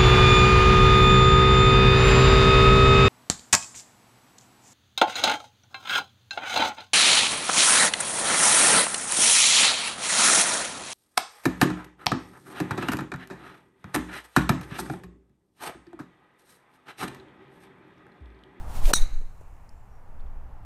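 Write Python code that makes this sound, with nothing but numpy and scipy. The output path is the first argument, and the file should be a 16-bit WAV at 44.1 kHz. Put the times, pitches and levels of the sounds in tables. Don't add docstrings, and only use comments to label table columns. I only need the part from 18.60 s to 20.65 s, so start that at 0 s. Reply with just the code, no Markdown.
import sys
import numpy as np
from scipy import signal
from scipy.fft import rfft, irfft
from scipy.io import wavfile
from scipy.ndimage import uniform_filter1d

SR = 44100
rng = np.random.default_rng(int(sys.argv[2]) if len(sys.argv) > 2 else 0)


def output_pcm(signal):
    pcm = np.clip(np.atleast_2d(signal).T, -1, 1) * 32767
    wavfile.write(sys.argv[1], SR, np.round(pcm).astype(np.int16))


N = 90404
T = np.arange(N) / SR
HIT_S = .33625

# time in seconds, level in dB.
GUSTS = [(0, -31.5), (.12, -33.5), (.21, -21), (.26, -4), (.34, -22.5), (.42, -9.5), (.49, -26),
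         (.56, -16.5), (.68, -32), (.82, -46), (1.15, -44), (1.45, -43), (1.55, -31), (1.68, -33),
         (1.79, -32), (1.88, -42), (2.05, -37)]
# frequency in Hz, relative level in dB.
BUFFET_COLOUR = [(5, -11.5), (11, -1.5), (19, -0.5), (25, -2.5), (32, -20.5), (45, -34.5), (70, -53.5),
                 (200, -105)]
# frequency in Hz, relative level in dB.
FLUTTER_SPECTRUM = [(20, 0), (40, -0.5), (62, 0), (85, -8), (120, -13.5), (170, -21.5), (400, -32.5),
                    (2000, -71.5)]
FLUTTER_DB, FLUTTER_SHARE = -32, 0.39
# time in seconds, level in dB.
WASH_LEVEL = [(0, -41), (.26, -36), (.45, -48), (.58, -55), (.8, -52), (1.3, -52), (1.6, -48.5),
              (1.8, -48.5), (2.05, -49)]
# frequency in Hz, relative level in dB.
WASH_SPECTRUM = [(20, 3.5), (45, 13), (65, 18), (85, 10), (120, 11), (170, -0.5), (330, -7.5), (600, -5),
                 (830, -1.5), (1300, -9.5), (2000, -19), (3500, -31), (8000, -37.5), (15000, -38)]
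# frequency in Hz, relative level in dB.
RUSTLE_COLOUR = [(300, -5.5), (1000, 0), (2000, -3), (2700, -3.5), (3400, -15), (6000, -19.5), (15000, -21)]
RUSTLE_DB = -71

# time in seconds, level in dB.
SHAFT_LEVEL = [(0, -59.5), (.055, -62), (.10, -54), (.13, -52.5), (.165, -44.5), (.215, -51), (.258, -39),
               (.305, -35), (.33, -56.5), (.36, -87)]
# frequency in Hz, relative level in dB.
SHAFT_SPECTRUM = [(200, -24.5), (1200, -3), (2800, 3.5), (5000, 1), (9000, 0), (15000, -5)]
# frequency in Hz, relative level in dB.
WHOOSH_SPECTRUM = [(150, -15), (330, -5), (450, -5), (590, 2), (720, -3), (880, -6.5), (1200, -18.5),
                   (3000, -37)]
WHOOSH_S, WHOOSH_WIDTH_S, WHOOSH_DB = 0.3073, 0.018, -30.5

# start in seconds, peak in dB, centre in Hz, width in octaves, t60 in seconds.
SMALL_TAPS = [(0.151, -48, 398, 1.8, 0.052), (0.255, -26, 2770, 1.2, 0.029),
              (0.613, -43.5, 306, 1.4, 0.031), (0.8128, -42, 407, 1.2, 0.018), (0.807, -58, 7560, .8, 0.15),
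              (1.0918, -48.5, 5180, .18, 0.013), (1.0926, -49, 7000, .9, .01),
              (1.597, -57, 3400, 0.3, 0.032), (1.606, -58, 4070, 0.39, 0.034),
              (1.662, -63.5, 3310, .18, 0.023)]

# frequency in Hz, relative level in dB.
SCUFF_SPECTRUM = [(200, -9), (900, 3), (1500, 4.5), (2100, -5), (3000, 2), (5500, -3.5), (8000, -14),
                  (15000, -17)]
SCUFF_LEAD_S, SCUFF_WIDTH_S, SCUFF_DB = .0015, 0.00081, -2

# frequency in Hz, relative level in dB, t60 in seconds, beam moment in seconds, beam gain in dB.
HEAD_MODES = [(3615, -4, 0.025, .35, 1), (3900, -7, 0.09, .386, 13.5), (4157, 1, 0.024, 0.34, 5),
              (4330, -17.5, 0.076, 0.46, 3), (4620, -18, 0.055, 0.39, 4.5), (5120, -10.5, .03, .35, -0.5),
              (5730, -1.5, 0.016, .35, 1), (5890, 1, 0.062, .374, 5.5), (6510, -12.5, 0.085, .353, 4),
              (6700, -4, .042, .385, 7.5), (7860, -5, 0.038, .361, 9), (8560, -2, 0.055, 0.41, 3),
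              (9260, -1, 0.035, .37, 3), (10430, -13.5, 0.062, .36, 2), (11160, -18.5, 0.054, .363, 9.5),
              (13500, -7, .012, .35, 0.5)]
# time in seconds, shift in percent.
DOPPLER = [(.336, .2), (.348, -.4), (.361, -1.1), (.376, -3.6), (.40, -3.9)]
# delay in seconds, level in dB, share of the Doppler shift, tilt in dB per octave.
REFLECTIONS = [(.016, -15, -.2, 3), (0.035, -32.5, -1.14, 6.5), (.08, -21.5, -0.12, -12)]
RING_DB, RING_LEAD_S, RING_RISE_S, BEAM_WIDTH_S = -3.5, .0008, .001, .0085
DRIFT_PERCENT, DRIFT_S = 0.16, 0.0076
SCATTER, SCATTER_S = .35, .0012
SMEAR = .1

# frequency in Hz, level in dB, t60 in seconds.
BALL_MODES = [(335, -15.5, 0.016), (1040, -10, 0.0035), (1450, 6.5, .0095), (1690, 0, 0.0085),
              (2486, -2.5, 0.0074), (2950, 1, 0.0044), (4000, 3, .004)]
# frequency in Hz, relative level in dB.
SNAP_SPECTRUM = [(300, -13), (2200, -16), (3400, -14.5), (6000, -3.5), (9000, -2), (12000, -6.5),
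                 (15000, -5)]
SNAP_DB, SNAP_T60_S = -3, 0.019

# frequency in Hz, relative level in dB.
THUD_SPECTRUM = [(40, -7.5), (85, 3), (130, -7), (250, -19.5), (600, -30.5), (2000, -61)]
THUD_DB, THUD_T60_S = -22.5, .17
# frequency in Hz, relative level in dB.
SPRAY_SPECTRUM = [(90, 8.5), (200, -2.5), (500, -2.5), (900, 4.5), (1500, 3.5), (2300, -3), (3100, -12.5),
                  (7000, -7), (15000, -9.5)]
SPRAY_DB, SPRAY_RISE_S, SPRAY_T60_S, SPRAY_PER_S = -29, 0.027, 0.15, 5000
# frequency in Hz, relative level in dB.
GRIT_SPECTRUM = [(500, -8), (3000, -4.5), (6500, 1), (10000, 2.5), (15000, -3)]
GRIT_S, GRIT_WIDTH_S, GRIT_DB, GRIT_PER_S = .412, 0.021, -47.5, 3700
# frequency in Hz, relative level in dB.
PATTER_SPECTRUM = [(500, -21.5), (3000, -8.5), (7000, 6.5), (10000, 1), (15000, -2.5)]
PATTER_DB, PATTER_T60_S, PATTER_PER_S = -66.5, 4.9, 7300

# frequency in Hz, relative level in dB.
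HALO_SPECTRUM = [(1800, -29), (2280, -4.5), (2600, -16.5), (3500, -17.5), (3850, -0.5), (4060, 3),
                 (4400, -5.5), (4900, -17), (5500, -15), (5950, 0), (6700, 0.5), (7400, -10), (8700, -3.5),
                 (10000, -14), (15000, -22)]
# frequency in Hz, gain in dB.
FAR_FILTER = [(2300, -1), (2800, 5), (3900, 3.5), (6000, -2.5), (7300, -2.5), (9000, -8), (15000, -11.5)]
HALO_RISE_S, HALO_NEAR_DB, HALO_NEAR_T60_S, HALO_FAR_DB, HALO_FAR_T60_S = 0.071, -19, .17, -39.5, 0.66
HALO_FLICKER_DB, HALO_FLICKER_S = 2.2, .008
# frequency in Hz, relative level in dB.
TAIL_COLOUR = [(150, 4.5), (500, -9), (1400, -2.5), (2200, -4), (3200, -14.5), (7000, -18.5), (14000, -28)]
TAIL_DB, TAIL_RISE_S, TAIL_T60_S = -40, 0.068, 0.77
# frequency in Hz, relative level in dB.
LATE_COLOUR = [(900, -19), (1700, 1), (2300, -2), (2750, -2), (3300, -16), (4700, -25), (7400, -25),
               (15000, -23)]
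LATE_S, LATE_WIDTH_S, LATE_DB = 0.96, 0.16, -72

# centre in seconds, half length in seconds, frequency in Hz, level in dB.
FAR_WHISTLES = [(1.128, .016, 5430, -79), (1.19, .045, 7400, -81), (1.35, .04, 5680, -80)]
WHISTLE_BLUR_S = .001

# frequency in Hz, gain in dB.
MIC_RESPONSE = [(100, -1), (2000, 0), (3000, -2), (9000, -1.5), (15000, -1.5)]
OVERLOAD_UP, OVERLOAD_DOWN = 1.35, 4.0
CEILING_DB, LOOKAHEAD_S, HOLD_S, RELEASE_S = 0.4, 0.0062, 0.011, 0.016
EDGE_HZ = 15550


def amp(db):
    return 10 ** (np.asarray(db) / 20)


def unit(x):
    return x / np.sqrt(np.mean(x ** 2) + 1e-20)


def curve(points):
    return np.interp(T, *np.transpose(points))


def read(points, hz):
    f, value = np.transpose(points)
    return np.interp(np.log(hz + 1), np.log(f), value)


def colour(x, points):
    gain = amp(read(points, np.fft.rfftfreq(2 * N, 1 / SR)))
    return irfft(rfft(x, 2 * N) * gain)[:N]


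def noise(points):
    return unit(colour(rng.standard_normal(N), points))


def grains(per_s, points):
    clicks = rng.standard_normal(N) * (rng.random(N) < per_s / SR)
    return unit(colour(clicks, points))


def dying(start, rise, t60):
    age = np.maximum(T - start, 0)
    return np.minimum(age / rise, 1) * np.exp(-np.log(1000) * age / t60)


def swell(centre, width):
    return np.exp(-.5 * ((T - centre) / width) ** 2)


def wander(seconds):
    return unit(signal.lfilter([1], [1, -np.exp(-1 / (seconds * SR))], rng.standard_normal(N)))


def wind():
    gust_db = curve(GUSTS)
    buffet = noise(BUFFET_COLOUR)
    power = abs(signal.hilbert(buffet)) ** 2 / 2
    buffet = buffet / np.sqrt(uniform_filter1d(power, size=5000) + 1e-6)
    flutter = amp(FLUTTER_DB + FLUTTER_SHARE * gust_db) * noise(FLUTTER_SPECTRUM)
    return amp(gust_db) * buffet + flutter


def surroundings():
    wash = amp(curve(WASH_LEVEL)) * noise(WASH_SPECTRUM)
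    return wash + amp(RUSTLE_DB) * noise(RUSTLE_COLOUR)


def swing():
    swish = amp(curve(SHAFT_LEVEL)) * noise(SHAFT_SPECTRUM)
    whoosh = amp(WHOOSH_DB) * swell(WHOOSH_S, WHOOSH_WIDTH_S) * noise(WHOOSH_SPECTRUM)
    return swish + whoosh


def tap(start, db, hz, octaves, t60):
    away = np.log2((np.fft.rfftfreq(N, 1 / SR) + 1) / hz) / octaves
    burst = dying(start, 0.00012, t60) * rng.standard_normal(N)
    burst = irfft(rfft(burst) / (1 + away ** 2) ** 2, N)
    return amp(db) * burst / (abs(burst).max() + 1e-12)


def scuff():
    level = amp(SCUFF_DB) * np.exp(-abs(T - HIT_S + SCUFF_LEAD_S) / SCUFF_WIDTH_S)
    return level * noise(SCUFF_SPECTRUM)


def mode(hz, t60, delay, doppler):
    percent = doppler * curve(DOPPLER) + DRIFT_PERCENT * wander(DRIFT_S)
    clock = np.cumsum(1 + percent / 100) / SR
    level = dying(HIT_S - RING_LEAD_S + delay, RING_RISE_S + SMEAR * delay, t60)
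    return level * np.sin(2 * np.pi * hz * clock)


def ring():
    out = np.zeros(N)
    for hz, db, t60, beam_s, beam_db in HEAD_MODES:
        beam = amp(beam_db * swell(beam_s, BEAM_WIDTH_S))
        heard = beam * mode(hz, t60, 0, 1)
        octaves = np.log2(hz / HEAD_MODES[0][0])
        for delay, path_db, doppler, tilt_db in REFLECTIONS:
            heard = heard + amp(path_db + tilt_db * octaves) * mode(hz, t60, delay, doppler)
        out += amp(db) * heard * (1 + SCATTER * wander(SCATTER_S))
    return amp(RING_DB) * out


def crack():
    tones = np.zeros(N)
    for hz, db, t60 in BALL_MODES:
        tones -= amp(db) * dying(HIT_S, .0001, t60) * np.sin(2 * np.pi * hz * (T - HIT_S))
    snap = amp(SNAP_DB) * dying(HIT_S, 0.00012, SNAP_T60_S) * noise(SNAP_SPECTRUM)
    return tones + snap


def dirt():
    thud = amp(THUD_DB) * dying(HIT_S, 0.0024, THUD_T60_S) * noise(THUD_SPECTRUM)
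    spray_level = amp(SPRAY_DB) * dying(HIT_S, SPRAY_RISE_S, SPRAY_T60_S)
    spray = spray_level * grains(SPRAY_PER_S, SPRAY_SPECTRUM)
    grit = amp(GRIT_DB) * swell(GRIT_S, GRIT_WIDTH_S) * grains(GRIT_PER_S, GRIT_SPECTRUM)
    patter_level = amp(PATTER_DB) * dying(HIT_S, .1, PATTER_T60_S)
    return thud + spray + grit + patter_level * grains(PATTER_PER_S, PATTER_SPECTRUM)


def trees():
    near = amp(HALO_NEAR_DB) * dying(HIT_S, HALO_RISE_S, HALO_NEAR_T60_S)
    far_db = HALO_FAR_DB + HALO_FLICKER_DB * wander(HALO_FLICKER_S)
    far = amp(far_db) * dying(HIT_S, HALO_RISE_S, HALO_FAR_T60_S)
    halo = near * noise(HALO_SPECTRUM) + colour(far * noise(HALO_SPECTRUM), FAR_FILTER)
    tail = amp(TAIL_DB) * dying(HIT_S, TAIL_RISE_S, TAIL_T60_S) * noise(TAIL_COLOUR)
    late = amp(LATE_DB) * swell(LATE_S, LATE_WIDTH_S) * noise(LATE_COLOUR)
    return halo + tail + late


def whistle(centre, half, hz, db):
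    turn = 2 * np.pi * hz * T
    blurred = np.zeros(N)
    for wave in (np.sin, np.cos):
        blurred += uniform_filter1d(wander(WHISTLE_BLUR_S), size=100) * wave(turn)
    return amp(db) * swell(centre, half) * unit(blurred)


def scene():
    strike = scuff() + ring() + crack()
    small = sum(tap(*row) for row in SMALL_TAPS) + sum(whistle(*row) for row in FAR_WHISTLES)
    return (wind() + surroundings() + swing() + strike + dirt() + trees() + small)[None]


def record(dry):
    x = np.clip(dry[0], -OVERLOAD_DOWN, OVERLOAD_UP)
    peak = np.argmax(abs(x))
    over_db = max(20 * np.log10(abs(x[peak])) - CEILING_DB, 0)
    since = T - T[peak]
    slope_s = np.where(since < 0, LOOKAHEAD_S, RELEASE_S)
    duck = np.clip(1 - (abs(since) - HOLD_S) / slope_s, 0, 1)
    x = colour(x * amp(-over_db * duck), MIC_RESPONSE)
    lowpass = signal.firwin(255, EDGE_HZ, window=("kaiser", 9), fs=SR)
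    return signal.oaconvolve(x, lowpass, "same")[None]


dry = scene()
out = record(dry)
output_pcm(out)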